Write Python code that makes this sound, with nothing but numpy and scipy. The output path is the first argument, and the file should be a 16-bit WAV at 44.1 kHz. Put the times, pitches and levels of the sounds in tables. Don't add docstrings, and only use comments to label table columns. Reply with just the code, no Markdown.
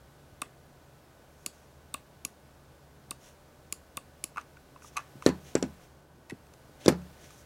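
import sys
import numpy as np
from scipy import signal
from scipy.fft import rfft, irfft
from scipy.io import wavfile
from scipy.ndimage import uniform_filter1d

SR = 44100
rng = np.random.default_rng(int(sys.argv[2]) if len(sys.argv) > 2 else 0)


def volts_from_db(level):
    exponent = np.asarray(level, float) / 20
    return 10 ** exponent


def wav_record(signal):
    frames = np.transpose(np.atleast_2d(signal))
    bounded = np.clip(frames, -1, 1)
    quanta = np.round(bounded * 32767).astype(np.int16)
    wavfile.write(sys.argv[1], SR, quanta)


N = 328545

# (time [s], switch snap peak [dB], button stop [dB], delay of the stop [ms], thump [dB])
PRESSES = [
    (0.4169, -21, -32, 2.8, -42),
    (1.9403, -22, -34, 3.5, -43),
    (3.108, -22, -40.5, 4.7, -44),
    (3.9698, -21.5, -36, 4.25, -44.5),
]
# (time [s], switch snap peak [dB], button stop [dB], delay of the stop [ms], thump [dB])
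RELEASES = [
    (1.4612, -18, -41.5, 2, -41.5),
    (2.2491, -18, -42.5, 3.4, -42),
    (3.7242, -18, -42, 2.3, -42.5),
    (4.2394, -18, -45, 1.9, -42),
]
# (frequency [Hz], level [dB], t60 [s])
SNAP_DOWN_MODES = [(3660, -6.5, 0.017), (4500, -13, 0.029), (5140, -21, 0.0096), (6900, -10.5, 0.014),
                   (8010, -1, 0.01), (8470, 2, 0.0071), (9140, -6, 0.006), (9400, 1, 0.01),
                   (9840, -8, 0.013), (11100, -24, 0.0067), (13540, -1, 0.0063), (15050, -10, 0.0085)]
# (frequency [Hz], level [dB], t60 [s])
SNAP_UP_MODES = [(2354, -4, 0.0058), (2790, -9.5, 0.0096), (3300, -25.5, 0.022), (4393, -17.5, 0.016),
                 (5160, -15, 0.011), (6440, -26, 0.017), (6660, -20, 0.011), (6900, -11, 0.02),
                 (7665, -4.5, 0.0086), (8400, -11.5, 0.01), (9050, -6, 0.0073), (9500, -11, 0.0087),
                 (9890, -2.5, 0.009), (10550, -4, 0.0077), (11600, -10.5, 0.0089), (12780, -15, 0.011),
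                 (15070, -16, 0.0095)]
# (frequency [Hz], level [dB], t60 [s])
SHELL_MODES = [(598, -9, 0.025), (1150, -0.5, 0.065), (1347, -7.5, 0.025), (2186, -13.5, 0.038),
               (2630, 6.5, 0.0085), (3640, -16.5, 0.021)]
# (time [s], peak [dB], panel frequency [Hz], sharpness [dB])
CREAKS = [(4.36, -37, 1150, -15), (4.371, -28, 1240, -13.5), (4.376, -29.5, 1410, -31),
          (4.38, -25.5, 1200, -13.5), (4.387, -34, 1304, -24), (4.412, -47.5, 1150, 1),
          (4.569, -46, 1430, -7.5), (4.761, -41, 1080, -28), (4.821, -47, 1440, -7),
          (4.845, -42, 1210, -28), (4.959, -41, 1100, -16), (4.964, -39, 1220, -6),
          (4.968, -28.5, 1130, 3.5), (4.972, -22, 1150, -4.5), (4.98, -29, 1150, -4),
          (4.991, -34, 1140, -18), (5, -39, 1370, -18), (5.223, -32.5, 1250, -10.5),
          (5.578, -56.5, 1110, 0), (6.297, -46, 980, 9), (6.3, -37, 1930, -7), (6.307, -37, 1960, -3),
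          (6.467, -65, 1280, 11), (6.537, -58, 1530, 10.5), (7.018, -52, 1360, -2), (7.305, -50, 1190, 2)]
# (hardest moment [s], swell [ms], fade [ms], level [dB], dull share [dB])
RUB_STROKES = [(1.44, 140, 20, -69, -10), (1.54, 40, 220, -68.5, -3), (3.262, 82, 87, -59.5, -2),
               (4.392, 7, 38, -63.5, 5), (4.845, 37, 35, -58, -7), (4.882, 37, 24, -57.5, -5),
               (4.95, 43, 8.4, -64, -4), (5.002, 7, 35, -68, 6), (5.24, 22, 22, -59.5, 1),
               (5.258, 6.5, 2.2, -52, -3), (5.478, 70, 100, -59.5, 1.2), (5.83, 50, 76, -66.5, .3),
               (6.815, 25, 30, -62, 5), (6.853, 32, 8, -54.5, 3), (6.86, 6, 3, -48, 0),
               (7.24, 68, 76, -60.5, 0.5), (7.33, 60, 52, -63.5, -3.5), (7.405, 70, 31, -61, -8)]
# (frequency [Hz], density [dB per Hz])
RUB_COLOUR = [(2060, -44), (3500, -33), (5640, 0.5), (6280, 2), (7750, -6.5), (9440, -6), (10400, -9),
              (11400, -8), (12600, -15), (14900, -16), (16000, -13)]
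# (time of the peak [s], level [dB], crack [dB], crack frequency [Hz], desk ring [dB])
KNOCKS = [
    (5.2643, -2.5, -7, 4140, -16.5),
    (5.291, -15, -16, 4070, -16),
    (5.5543, -8.5, -10.5, 7460, -12.5),
    (5.6276, -15, -8, 7260, -7.5),
    (6.862, -14, -6, 3740, -5.5),
    (6.8822, 0.5, -9, 4820, -20),
    (6.8852, -22.5, -5, 6840, -0.5),
    (6.8881, -14, -5.5, 9800, -7.5),
    (6.925, -21.5, -20, 4500, -10.5),
]
# (time of the peak [s], level [dB], contact frequency [Hz], desk ring [dB])
BUMPS = [
    (0.328, -45, 90, -21),
    (3.084, -46, 150, -28),
    (5.1507, -53, 300, -21),
    (5.157, -39.5, 185, -12),
    (5.166, -45, 169, -18),
    (6.3229, -33, 300, -18),
    (6.3258, -32, 270, -16),
    (6.3303, -33, 140, -22),
    (6.696, -44, 306, -20),
]
# (frequency [Hz], level [dB], t60 [s])
DESK_MODES = [(77.3, -11.5, 0.71), (146.8, -4, 0.38), (169, -4, 0.22), (177.8, -3, 0.39), (214, -3.5, 0.24),
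              (255, 6.5, 0.1), (284, -6, 0.17), (321.7, 2, 0.13), (363, -4, 0.1), (411, -5.5, 0.057),
              (514, -16, 0.052), (569, -5, 0.086), (740, -9, 0.083), (818, -10, 0.088)]
# (delay [s], level [dB])
WALL_ECHOES = [(0.0115, -15), (0.0158, -20)]
# (frequency [Hz], level [dB])
WALL_COLOUR = [(1500, 0.4), (2500, -2.5), (4200, 1.9), (9000, -1.5), (14000, 3)]
# (band centre [Hz], t60 [s])
ROOM_T60 = [(300, 0.21), (1000, 0.2), (3000, 0.19), (7000, 0.18), (12000, 0.12)]
# (frequency [Hz], density [dB per Hz])
AIR_COLOUR = [(16, -48), (28, -4), (38, -7.5), (53, -6.5), (75, -1), (98, -11), (138, -1), (185, -11),
              (275, -9.5), (368, -11), (594, -11.5), (1010, -17), (1550, -21), (2020, -27), (16000, -37.5)]
# (time [s], level [dB])
BACKGROUND_SWELL = [(0.0, 0.1), (2.66, -0.07), (4.85, .4), (5.23, 2.6), (5.69, 2.5), (5.89, 0.1), (6.08, -2),
                    (6.33, -0.3), (6.7, 0.9), (7.0, 2.5), (7.28, 2.6), (7.45, 1.5)]
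# (frequency [Hz], wander [Hz], level [dB])
FAN_TONES = [(74, 3, -65), (140.2, 5, -68), (587, 11, -74), (1498, 2.5, -75), (1640, 2.3, -83)]

CREAK_RING_S = .0078
UPPER_DB, UPPER_PER_SHARP = -3, 0.34
STROKE_FADE_DB, STROKE_SHAPE = -18, 1.54
CONTACT_HZ = 339.4
CRACK_LEAD_S = .0017
ROOM_DB, WALL_GAP_S, ECHO_TOP_HZ = -19, .0092, 920
RUMBLE_DB, HISS_DB, HISS_PER_SWELL = -59.5, -68, 1.8
CLIP = 0.68


def unit(x):
    return x / np.sqrt(np.mean(x ** 2))


def colour(x, points):
    hz, db = np.transpose(points)
    f = np.fft.rfftfreq(len(x), 1 / SR)
    gain_db = np.interp(np.log(f + 1), np.log(hz), db)
    return irfft(rfft(x) * volts_from_db(gain_db), len(x))


def band(x, lo_hz, hi_hz):
    sos = signal.butter(2, [lo_hz, min(hi_hz, .45 * SR)], "band", fs=SR, output="sos")
    return signal.sosfilt(sos, x)


def decay(t, t60):
    return np.exp(-np.log(1000) * t / t60)


def ring(modes, rise_s, scatter_db, spin, hold_s):
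    hz, db, t60 = np.transpose(modes)[:, :, None]
    t = np.arange(int(min(2 * hold_s, .7) * SR)) / SR
    detune, phase, scatter = rng.standard_normal((3, len(modes), 1))
    waves = np.sin(2 * np.pi * hz * (1 + 0.012 * detune) * t + spin * phase)
    y = (volts_from_db(db + scatter_db * scatter) * waves * decay(t, t60)).sum(0)
    y *= (1 - np.exp(-t / rise_s)) ** 2 * np.exp(-(t / hold_s) ** 4)
    return y / np.abs(y).max()


def burst(t60, lo_hz, hi_hz, rise_s=0.00028):
    t = np.arange(6000) / SR
    y = rng.standard_normal(6000) * (1 - np.exp(-t / rise_s)) * decay(t, t60)
    y = band(band(y, lo_hz, hi_hz), lo_hz, hi_hz)
    return y / np.abs(y).max()


def add(out, s, y):
    i = int(s * SR)
    out[i:i + len(y)] += y[:N - i]


def button(events, snap_modes, stop_db, hold_s):
    out = np.zeros(N)
    thump_modes = [(245, 7.0, 0.018), (290, -2.0, 0.055)]
    for s, snap_db, shell_db, delay_ms, thump_db in events:
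        snap = ring(snap_modes, .0016, 1.2, 3., hold_s)
        chatter = burst(0.021, 3120, 12600, 0.00081)
        stop = ring(SHELL_MODES, 0.00052, 1.0, 0.23, 0.0071)
        thump = ring(thump_modes, 0.00072, 3.2, 0.61, 0.04)
        add(out, s, volts_from_db(snap_db) * snap)
        add(out, s, volts_from_db(snap_db - 9.5) * chatter)
        add(out, s + delay_ms / 1000, volts_from_db(shell_db + stop_db) * stop)
        add(out, s + 0.0027, volts_from_db(thump_db + 4) * thump)
    return out


def creaks():
    out = np.zeros(N)
    upper_modes = [(2225, 7.0, 0.0152), (2567, 8, 0.033), (2690, -2.5, 0.035)]
    tick_modes = [(6200, 6, 0.0083), (6760, -13, 0.004), (4000, -14, 0.036)]
    for s, db, hz, tick_db in CREAKS:
        upper_db = UPPER_DB + UPPER_PER_SHARP * tick_db
        panel_modes = [(.8 * hz, -8, .03), (hz, 0, .04), (1.15 * hz, -13, .03)]
        panel = ring(panel_modes, .0005, 2.5, .8, CREAK_RING_S)
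        upper = ring(upper_modes, 0.00032, 2.1, 2.5, 0.0049)
        tick = ring(tick_modes, 0.00095, 1.7, 0.94, 0.011)
        scrape = burst(0.01, 2100, 11000, 0.0015)
        add(out, s, volts_from_db(db) * panel)
        add(out, s, volts_from_db(db + upper_db) * upper)
        add(out, s, volts_from_db(db + tick_db - 10) * tick)
        add(out, s, volts_from_db(db + tick_db - 0.5) * scrape)
    return out


def rubbing():
    t, out = np.arange(N) / SR, np.zeros(N)
    roughness = uniform_filter1d(rng.standard_normal(N), 40) * np.sqrt(40)
    grain = rng.standard_normal((2, N)) * volts_from_db(1.8 * roughness)
    bright = unit(colour(grain[0], [(2500, -42)] + RUB_COLOUR))
    dull = unit(band(grain[1], 1300, 3700))
    dull = dull + volts_from_db(-1.5) * unit(band(grain[1], 220, 830))
    for s, swell_ms, fade_ms, db, dull_db in RUB_STROKES:
        away = 1000 * np.abs(t - s) / np.where(t < s, swell_ms, fade_ms)
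        stroke_db = db + STROKE_FADE_DB * np.minimum(away, 4) ** STROKE_SHAPE
        out += volts_from_db(stroke_db) * (bright + volts_from_db(dull_db) * dull)
    return out


def knocks():
    out = np.zeros(N)
    for s, db, crack_db, crack_hz, desk_db in KNOCKS:
        thud(out, s, db, CONTACT_HZ, desk_db)
        start, level_db = s - CRACK_LEAD_S, db + crack_db
        case_modes = [(crack_hz, 0, .007), (5750, -6, .007), (2450, -16, .01), (1500, -11, .012)]
        add(out, start, volts_from_db(level_db) * ring(case_modes, .0004, 1.2, 3., .0024))
        add(out, start, volts_from_db(level_db - 21.0) * burst(0.011, 1.07 * crack_hz, 1.335 * crack_hz))
        add(out, start, volts_from_db(level_db - 2.5) * burst(0.016, 2640, 8500))
        add(out, start, volts_from_db(2.0 * db + crack_db - 19) * burst(0.091, 4000, 14000))
        for delay_s in 0.0012 + np.cumsum(rng.exponential(.006, size=5)):
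            add(out, s + delay_s, volts_from_db(level_db - 18.5 - 460 * delay_s) * burst(0.019, 2500, 9400))
        add(out, s, volts_from_db(db - 18.5) * burst(0.079, 590, 2600, 0.00053))
    for bump in BUMPS:
        thud(out, *bump)
    return out


def thud(out, peak_s, db, hz, desk_db):
    t = np.arange(-600, 600) / SR
    u = np.pi * hz * t
    push = (1 - 1.94 * u ** 2) * np.exp(-.85 * u ** 2) * np.clip(4.68 + 2.66 * u, 0, 1)
    add(out, peak_s + t[0], volts_from_db(db) * push)
    add(out, peak_s, volts_from_db(db + desk_db) * ring(DESK_MODES, 0.0011, 1.2, 2.88, 0.66))


def room(x):
    t = np.arange(SR // 2) / SR
    tail = np.zeros(len(t))
    for hz, t60 in ROOM_T60:
        noise = unit(band(rng.standard_normal(len(t)), hz / 2.0, hz * 1.6))
        tail += noise * np.sqrt(hz / 1000) * decay(t, t60)
    tail *= np.clip((t - WALL_GAP_S) / 0.00066, 0, 1)
    tail /= np.sqrt(np.sum(tail ** 2))
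    sides = .8 + .6 * unit(band(rng.standard_normal(N), 150, 900))
    out = volts_from_db(ROOM_DB) * signal.fftconvolve(x * sides, tail)[:N]
    for delay_s, db in WALL_ECHOES:
        add(out, delay_s, volts_from_db(db) * band(x, 92, ECHO_TOP_HZ))
    return out


def room_tone():
    swell_db = np.interp(np.arange(N) / SR, *np.transpose(BACKGROUND_SWELL))
    air = colour(rng.standard_normal(N), AIR_COLOUR)
    low = colour(air, [(1600, 2.5), (2600, -55)])
    high = air - low
    rumble = low / np.std(band(air, 201, 1760)) * volts_from_db(RUMBLE_DB + swell_db)
    hiss = high / np.std(band(air, 2380, 13400)) * volts_from_db(HISS_DB + HISS_PER_SWELL * swell_db)
    return rumble + hiss + fan() * volts_from_db(swell_db)


def fan():
    out = np.zeros(N)
    for hz, wander_hz, db in FAN_TONES:
        drift = uniform_filter1d(rng.standard_normal(N), size=3000)
        drift = unit(uniform_filter1d(drift, size=3000))
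        phase = 2 * np.pi * np.cumsum(hz + wander_hz * drift) / SR
        out += volts_from_db(db) * np.sqrt(2) * np.sin(phase)
    return out


def scene():
    presses = button(PRESSES, SNAP_DOWN_MODES, 10.3, 0.0035)
    releases = button(RELEASES, SNAP_UP_MODES, 5.7, 0.0038)
    clicks = band(presses + releases + creaks() + rubbing(), 53, 19000)
    blows = band(band(knocks(), 45, 19000), 44, 19000)
    to_walls = colour(clicks + band(blows, 50, 7100), WALL_COLOUR)
    return (clicks + blows + room(to_walls) + room_tone())[None]


def top_cut(x):
    return signal.sosfilt(signal.butter(12, 17000, fs=SR, output="sos"), x)


def record(dry):
    soft = dry / (1 + (np.abs(dry) / CLIP) ** 6) ** (1 / 6)
    cut = signal.sosfilt(signal.cheby1(8, .5, 15800, fs=SR, output="sos"), soft)
    cut = signal.sosfilt(signal.butter(1, 45, "high", fs=SR, output="sos"), cut)
    return top_cut(cut)


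dry = scene()
out = record(dry)
wav_record(out)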